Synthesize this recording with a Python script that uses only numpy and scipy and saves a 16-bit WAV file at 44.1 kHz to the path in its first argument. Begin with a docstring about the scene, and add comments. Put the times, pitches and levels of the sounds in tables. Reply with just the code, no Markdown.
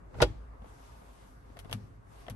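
"""A glovebox lid is pushed shut inside a quiet car: the latch rides over its catch, the lid thumps
home and the cabin booms. An arm swishes up to the dashboard, where the fingers rub over the trim
and slide a plastic air-vent tab, which ticks and knocks against its stops.
A low rumble fills the cabin throughout."""
import sys
import numpy as np
from scipy import signal
from scipy.io import wavfile

SR = 44100
rng = np.random.default_rng(int(sys.argv[2]) if len(sys.argv) > 2 else 0)


def wav_record(signal):
    """Record a signal, one row per channel, as 16-bit PCM in the file named by sys.argv[1]."""
    frames = np.transpose(np.atleast_2d(signal))
    bounded = np.clip(frames, -1, 1)
    # unit amplitude maps onto the largest positive 16-bit level
    quanta = np.round(bounded * 32767).astype(np.int16)
    wavfile.write(sys.argv[1], SR, quanta)


N = 103635
TIME_S = np.arange(N) / SR
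EDGES_HZ = np.geomspace(22, 14000, 25)
CENTRES_HZ = np.sqrt(EDGES_HZ[1:] * EDGES_HZ[:-1])
PIVOT_HZ = 2000  # centre of spectral tilts


# Each row: start in seconds, box ring in dB, latch ring in dB, clatter in dB, tilt in dB per octave.
LID_CONTACTS = [(0.1415, -47, -40.5, -46.5, -5), (0.151, -36.5, -53.5, -56, -4.5),
                (0.186, -33.5, -49, -58.5, 2.5), (0.2024, -26.5, -14, -26, -4.5),
                (0.2099, -19.5, -27.5, -46, -1.5), (0.2124, -32.5, -37.5, -32, -1),
                (0.2181, -26, -26, -19, 3.5), (0.2230, -2.5, -24.5, -17.5, -0.5),
                (0.2329, -17, -40, -37, 2.5)]
# Each row: frequency in Hz, gain in dB, t60 in seconds, left minus right in dB.
BOX_MODES = [(278.4, -35.5, .22, -0.5), (318.3, -27.5, 0.19, -4), (379.5, -19, 0.1, -3),
             (487.6, -8.5, 0.062, -6.5), (569, -10.5, 0.067, 0.5), (616, -18, 0.06, -6.5),
             (837, -32, 0.044, -0.5), (1373, -13, 0.024, -3), (1437, -12, 0.036, -3.5),
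             (2137, -25, 0.049, -2), (2504, -24, 0.06, -4), (3280, -40, 0.2, 1.5), (4010, -35, .09, 9.5),
             (5037, -36.5, 0.11, 4)]
LATCH_MODES = [(819, -13, 0.11, -5), (867, -14.5, 0.11, 2.5), (983, -4.5, 0.036, -1),
               (1960, -10.5, 0.026, -7), (2370, -15.5, 0.014, -6)]
# Dashboard and cabin. Each row: frequency in Hz, gain in dB, t60 in seconds, delay in seconds.
BOOM_MODES = [(56.27, -37, 1.4, .0306), (47.85, -40, 1.3, .0226), (55, -14.5, 0.16, .023),
              (95, -21, .08, .0006), (111, -21, 0.09, 0.0184), (147, -12.5, .06, 0.0137),
              (167, -24, 0.11, 0.0007)]
# Each row: frequency in Hz, relative density in dB.
CLATTER_SPECTRUM = [(100, -15), (250, -11.5), (550, -1), (900, 1.5), (1450, -8.5), (2000, -6), (3800, -7.5),
                    (6000, -17), (9000, -21.5), (12000, -24.5)]

def glovebox():
    """The latch rides over its catch, the lid strikes the hollow box and its weight booms the cabin."""
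    contacts = np.array(LID_CONTACTS)
    clatter = bursts(contacts[:, [0, 3, 4]], CLATTER_SPECTRUM, attack_s=0.0013, crack_t60_s=0.035,
                     body_db=-2.5, body_t60_s=0.067, tail_db=-39, tail_t60_s=0.55)
    box = struck(contacts[:, [0, 1]], BOX_MODES, build_s=0.0069)
    latch = struck(contacts[:, [0, 2]], LATCH_MODES, build_s=0.011)
    boom = shaken(start_s=0.2, modes=BOOM_MODES, swell_s=0.012)
    return box + latch + clatter + boom


# Each row: start in seconds, housing ring in dB, tab ring in dB, snap in dB,
# tilt in dB per octave, ping in dB.
TAB_TICKS = [(1.562, -42, -70, -68, -5, -90), (1.569, -35.5, -72, -49, -2, -90),
             (1.590, -70, -35, -43.5, 1.5, -49), (1.598, -68, -43, -51.5, 0.5, -52),
             (1.646, -40, -52, -55, -2, -90), (1.696, -45, -66, -47, -3, -94),
             (1.7122, -41, -36, -45.5, 2.5, -83), (1.7172, -33.5, -46, -39.5, -6.5, -90),
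             (1.7274, -57, -19.5, -31.5, 1, -44), (2.266, -45, -45, -50, -4, -90),
             (2.2822, -25, -35, -42, -4.5, -90), (2.2986, -50, -47, -41, 2, -49)]
# Each row: frequency in Hz, gain in dB, t60 in seconds, left minus right in dB.
HOUSING_MODES = [(494, -15.5, 0.068, 4), (621, -5.5, 0.035, -5), (681, 1.5, 0.029, 1.5),
                 (1296, -15, 0.033, -4), (1840, -6, 0.024, 9), (2070, -13.5, 0.036, -1)]
TAB_MODES = [(2920, 6, 0.0058, 6), (3285, 4.5, 0.0052, 12), (5520, -8.5, 0.0056, 14.5)]
PING_MODES = [(9740, 11, 0.0037, -6), (11300, 12, 0.004, -4), (13700, -7, 0.0068, 0),
              (15300, -2, 0.0056, 0)]
# Each row: frequency in Hz, relative density in dB.
SNAP_SPECTRUM = [(150, -12.5), (400, 2.5), (1200, 5), (2000, 0), (3200, -1), (5000, -8), (8500, -10.5),
                 (12000, -3.5)]
# Each row: start in seconds, level in dB.
TAB_STOPS = [(1.729, -28), (2.2969, -34)]
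# Each row: frequency in Hz, gain in dB, t60 in seconds, delay in seconds.
DASH_MODES = [(106, -3.5, 0.26, 0.006), (136, -7.5, 0.09, 0.0015), (196, -9, 0.24, 0.013),
              (243, -9, 0.16, 0.012)]

def vent_tab():
    """The tab ticks along its slide, pings where it catches hard and knocks the dash at each stop."""
    ticks = np.array(TAB_TICKS)
    snaps = bursts(ticks[:, [0, 3, 4]], SNAP_SPECTRUM, attack_s=0.00019, crack_t60_s=0.021,
                   body_db=-3, body_t60_s=0.083, tail_db=-30.5, tail_t60_s=0.38)
    housing = struck(ticks[:, [0, 1]], HOUSING_MODES, build_s=0.017)
    tab = struck(ticks[:, [0, 2]], TAB_MODES, build_s=0.0034)
    pings = struck(ticks[:, [0, 5]], PING_MODES, build_s=0.0006)
    knocks = sum(from_db(db) * shaken(start_s, DASH_MODES, swell_s=0.0037) for start_s, db in TAB_STOPS)
    return housing + tab + pings + pan(0.53) * snaps + pan(2.5) * knocks


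# Each row: time in seconds, level in dB.
FINGER_TOUCHES = [(0.6189, -43), (0.6437, -43.5), (0.659, -45.5), (1.018, -47), (1.5, -49.5),
                  (1.655, -42.5)]
RUB_LEVEL = [(0, -83), (.11, -53), (.16, -46), (.22, -32), (.34, -51.5), (.55, -62.5), (.7, -60),
             (1.05, -88), (1.38, -68), (1.52, -55.5), (1.62, -56), (1.71, -48.5), (1.8, -48), (2.0, -59.5),
             (2.24, -63.5), (2.35, -53)]
SWISH_LEVEL = [(0, -97), (.1, -97), (.18, -58), (.3, -102), (.58, -75.5), (.68, -60), (.86, -56.5),
               (1.05, -59.5), (1.24, -58.5), (1.4, -68), (1.7, -63), (2.02, -76), (2.13, -58), (2.22, -56),
               (2.35, -69)]
# Each row: frequency in Hz, relative density in dB.
TOUCH_SPECTRUM = [(60, -2), (130, 7.5), (250, 12), (500, 2), (900, 2), (1800, -25), (3200, -17),
                  (6000, -51), (12000, -45)]
RUB_SPECTRUM = [(40, -15), (65, -15), (90, 4.5), (130, -7), (200, -13.5), (350, -17), (650, -23.5),
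                (1500, -34), (4000, -44), (12000, -50)]
SWISH_SPECTRUM = [(300, 5.5), (1000, 7.5), (1700, -2), (2600, -5.5), (4500, -10), (6500, -12), (9000, -9.5),
                  (11500, -7.5)]

def hand():
    """Fingertips rub the lid and trim and touch down softly while the sleeve swishes."""
    hits = [(start_s, db, 0) for start_s, db in FINGER_TOUCHES]
    touches = bursts(hits, TOUCH_SPECTRUM, attack_s=0.00053, crack_t60_s=0.036,
                     body_db=-12, body_t60_s=0.06, tail_db=-46, tail_t60_s=0.3)
    rub = envelope(RUB_LEVEL) * steady_noise(RUB_SPECTRUM, flicker_db=2.0)
    swish = envelope(SWISH_LEVEL) * steady_noise(SWISH_SPECTRUM, flicker_db=1.54)
    return pan(1.5) * (touches + rub + swish)


# Each row: frequency in Hz, relative density in dB.
RUMBLE_SPECTRUM = [(22, -22), (36, -6.5), (52, -7.5), (75, -8), (120, -9.5), (200, -16.5), (400, -18.5),
                   (700, -21), (1100, -21.5), (1800, -31), (3000, -52.5), (6000, -52.5), (12000, -50)]
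# Each row: time in seconds, level in dB.
RUMBLE_LEVEL = [(0, -54.5), (.5, -55), (.9, -57), (1.2, -58), (1.38, -57.5), (1.6, -57), (2.0, -59.5),
                (2.35, -55.5)]
# Each row: frequency in Hz, level relative to the noise in dB.
DRONES = [(48, -2), (56, -2)]

def cabin_rumble():
    """Soft low noise with two wavering notes."""
    drone = 0
    for hz, db in DRONES:
        tone = np.sqrt(2) * np.sin(2 * np.pi * hz * TIME_S + drift(rate_hz=1.3))
        waver = 1 + 0.11 * drift(rate_hz=4)
        drone += from_db(db) * tone * waver
    noise = steady_noise(RUMBLE_SPECTRUM, flicker_db=1.86)
    return pan(0.47) * envelope(RUMBLE_LEVEL) * (noise + drone)


def struck(hits, modes, build_s, path_spread_s=0.00012):
    """Hard contacts ring a body's modes; each mode reaches the two sides by slightly different paths."""
    clicks, out = np.full(N, 1e-18), 0
    for start_s, db in hits:
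        clicks[int(start_s * SR)] -= from_db(db)
    for k, (hz, db, t60_s, pan_db) in enumerate(modes):
        ring = resonate(clicks, hz, t60_s) - resonate(clicks, hz, build_s)
        lag_s = (-1) ** k * path_spread_s / 2
        sides = np.array([np.interp(TIME_S + shift_s, TIME_S, ring) for shift_s in (-lag_s, lag_s)])
        out += from_db(db) * pan(pan_db) * sides
    return out


def shaken(start_s, modes, swell_s):
    """Low modes of a large panel swell after a push, then die."""
    out = 0
    for hz, db, t60_s, delay_s in modes:
        age_s = np.maximum(TIME_S - start_s - delay_s, 0)
        swell = 1 - np.exp(-age_s / swell_s)
        out += from_db(db) * swell * fade(age_s, t60_s) * np.sin(2 * np.pi * hz * age_s)
    return out


# Near panels favour one side. Each row: frequency in Hz, left minus right in dB.
CONTACT_BALANCE = [(100, -3.5), (330, 5), (640, 7), (1200, 5), (2100, -1.5), (4000, 6.5), (7000, 3.5),
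                   (12000, -0.5)]
# Each row: frequency in Hz, left-right correlation.
CONTACT_CORRELATION = [(50, .9), (130, 1), (300, 0.32), (700, 0.11), (1300, 0), (2200, 0), (12000, 0)]

def bursts(hits, spectrum, attack_s, crack_t60_s, body_db, body_t60_s, tail_db, tail_t60_s):
    """Dense plastic modes as noise: a crack, a short ring among the panels and a faint tail."""
    age_s = np.arange(SR // 2) / SR
    linger = (PIVOT_HZ / CENTRES_HZ[:, None]) ** 0.092  # low bands ring longer
    crack = fade(age_s, crack_t60_s)
    body = from_db(body_db) * fade(age_s, body_t60_s * linger)
    tail = from_db(tail_db) * fade(age_s, tail_t60_s)
    attack = 1 - np.exp(-age_s / attack_s)
    hit_power = (crack ** 2 + body ** 2 + tail ** 2) * attack ** 2
    power = np.zeros((len(CENTRES_HZ), N + SR))
    for start_s, db, tilt in hits:
        start = int(start_s * SR)
        gains = from_db(db) * band_gains(spectrum, tilt)
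        power[:, start:start + len(age_s)] += gains[:, None] ** 2 * hit_power
    balance = pan(at_bands(CONTACT_BALANCE))
    return np.einsum("bn,cb,bcn->cn", np.sqrt(power[:, :N]), balance, noise_bands(CONTACT_CORRELATION))


# Each row: frequency in Hz, left-right correlation.
DIFFUSE_CORRELATION = [(50, 0.87), (130, .7), (270, 0.49), (580, -0.39), (2600, -0.0082), (6000, 0.13),
                       (12000, -0.22)]

def steady_noise(spectrum, flicker_db):
    """Diffuse noise whose bands flicker separately."""
    gains = [gain * from_db(flicker_db * drift(rate_hz=7.6)) for gain in band_gains(spectrum)]
    return np.einsum("bn,bcn->cn", gains, noise_bands(DIFFUSE_CORRELATION))


# Each row: delay in seconds, gain in dB.
PANEL_ECHOES = [(.0017, -30.5), (.0043, -27), (.0074, -16.5), (0.0116, -15.5)]

def reflected(noise):
    """Early echoes off glass and panels colour the noise."""
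    echoes = (from_db(db) * np.roll(noise, int(delay_s * SR), axis=-1) for delay_s, db in PANEL_ECHOES)
    return noise + sum(echoes)


def noise_bands(correlation):
    """Stereo noise in bands of rms 1, indexed by band, channel, sample."""
    white = rng.standard_normal((2, 2, N + 4000))  # extra samples let the filters settle
    noise = low_pass(reflected(white), 12753)
    bands = []
    for k, alike in enumerate(np.clip(at_bands(correlation), -0.99, 0.99)):
        band_pass = signal.butter(2, EDGES_HZ[k:k + 2], "band", fs=SR, output="sos")
        mid, side = signal.sosfilt(band_pass, noise[k % 2])[:, -N:]
        mid, side = np.sqrt(1 + alike) * mid, np.sqrt(1 - alike) * side
        band = np.array([mid + side, mid - side])
        bands.append(band / band.std())
    return np.array(bands)


def band_gains(spectrum, tilt_db_per_octave=0):
    """Band gains of a tilted spectrum, total power 1."""
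    density_db = at_bands(spectrum) + tilt_db_per_octave * np.log2(CENTRES_HZ / PIVOT_HZ)
    gains = from_db(density_db) * np.sqrt(np.diff(EDGES_HZ))
    return gains / np.linalg.norm(gains)


def at_bands(curve):
    """A frequency curve read at the band centres."""
    hz, value = np.transpose(curve)
    return np.interp(np.log(CENTRES_HZ), np.log(hz), value)


def resonate(clicks, hz, t60_s):
    """A unit click starts a decaying sine of height 1."""
    radius, angle = fade(1 / SR, t60_s), 2 * np.pi * hz / SR
    return signal.lfilter([0, np.sin(angle)], [1, -2 * radius * np.cos(angle), radius ** 2], clicks)


def drift(rate_hz):
    """Smooth random wander, standard deviation 1."""
    hop, settle = 100, 1000
    pole = np.exp(-2 * np.pi * rate_hz * hop / SR)
    white = rng.standard_normal(N // hop + settle + 2)
    slow = signal.lfilter([1], [1, -2 * pole, pole ** 2], white)[settle:]
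    return np.interp(np.arange(N) / hop, np.arange(len(slow)), slow / slow.std())


def envelope(curve):
    """A level curve as gain over time."""
    return from_db(np.interp(TIME_S, *np.transpose(curve)))


def fade(age_s, t60_s):
    """Free decay, 60 dB down at t60_s."""
    return np.exp(-np.log(1000) * age_s / t60_s)


def low_pass(x, stop_hz):
    """A steep upper edge."""
    return signal.sosfilt(signal.cheby2(12, 58, stop_hz, fs=SR, output="sos"), x)


def pan(db):
    """Left and right gains for a level difference."""
    return from_db(np.array([[0.5], [-0.5]]) * db)


def from_db(db):
    """Decibels to gain."""
    return 10 ** (np.asarray(db) / 20)


def scene():
    """Everything heard from the front seat."""
    return glovebox() + vent_tab() + hand() + cabin_rumble()


def record(dry):
    """A narrow dip in the top treble and a steep upper edge soften the sound."""
    dip = signal.iirnotch(10220, Q=4.6, fs=SR)
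    return low_pass(signal.lfilter(*dip, dry), stop_hz=17000)


dry = scene()
out = record(dry)
wav_record(out)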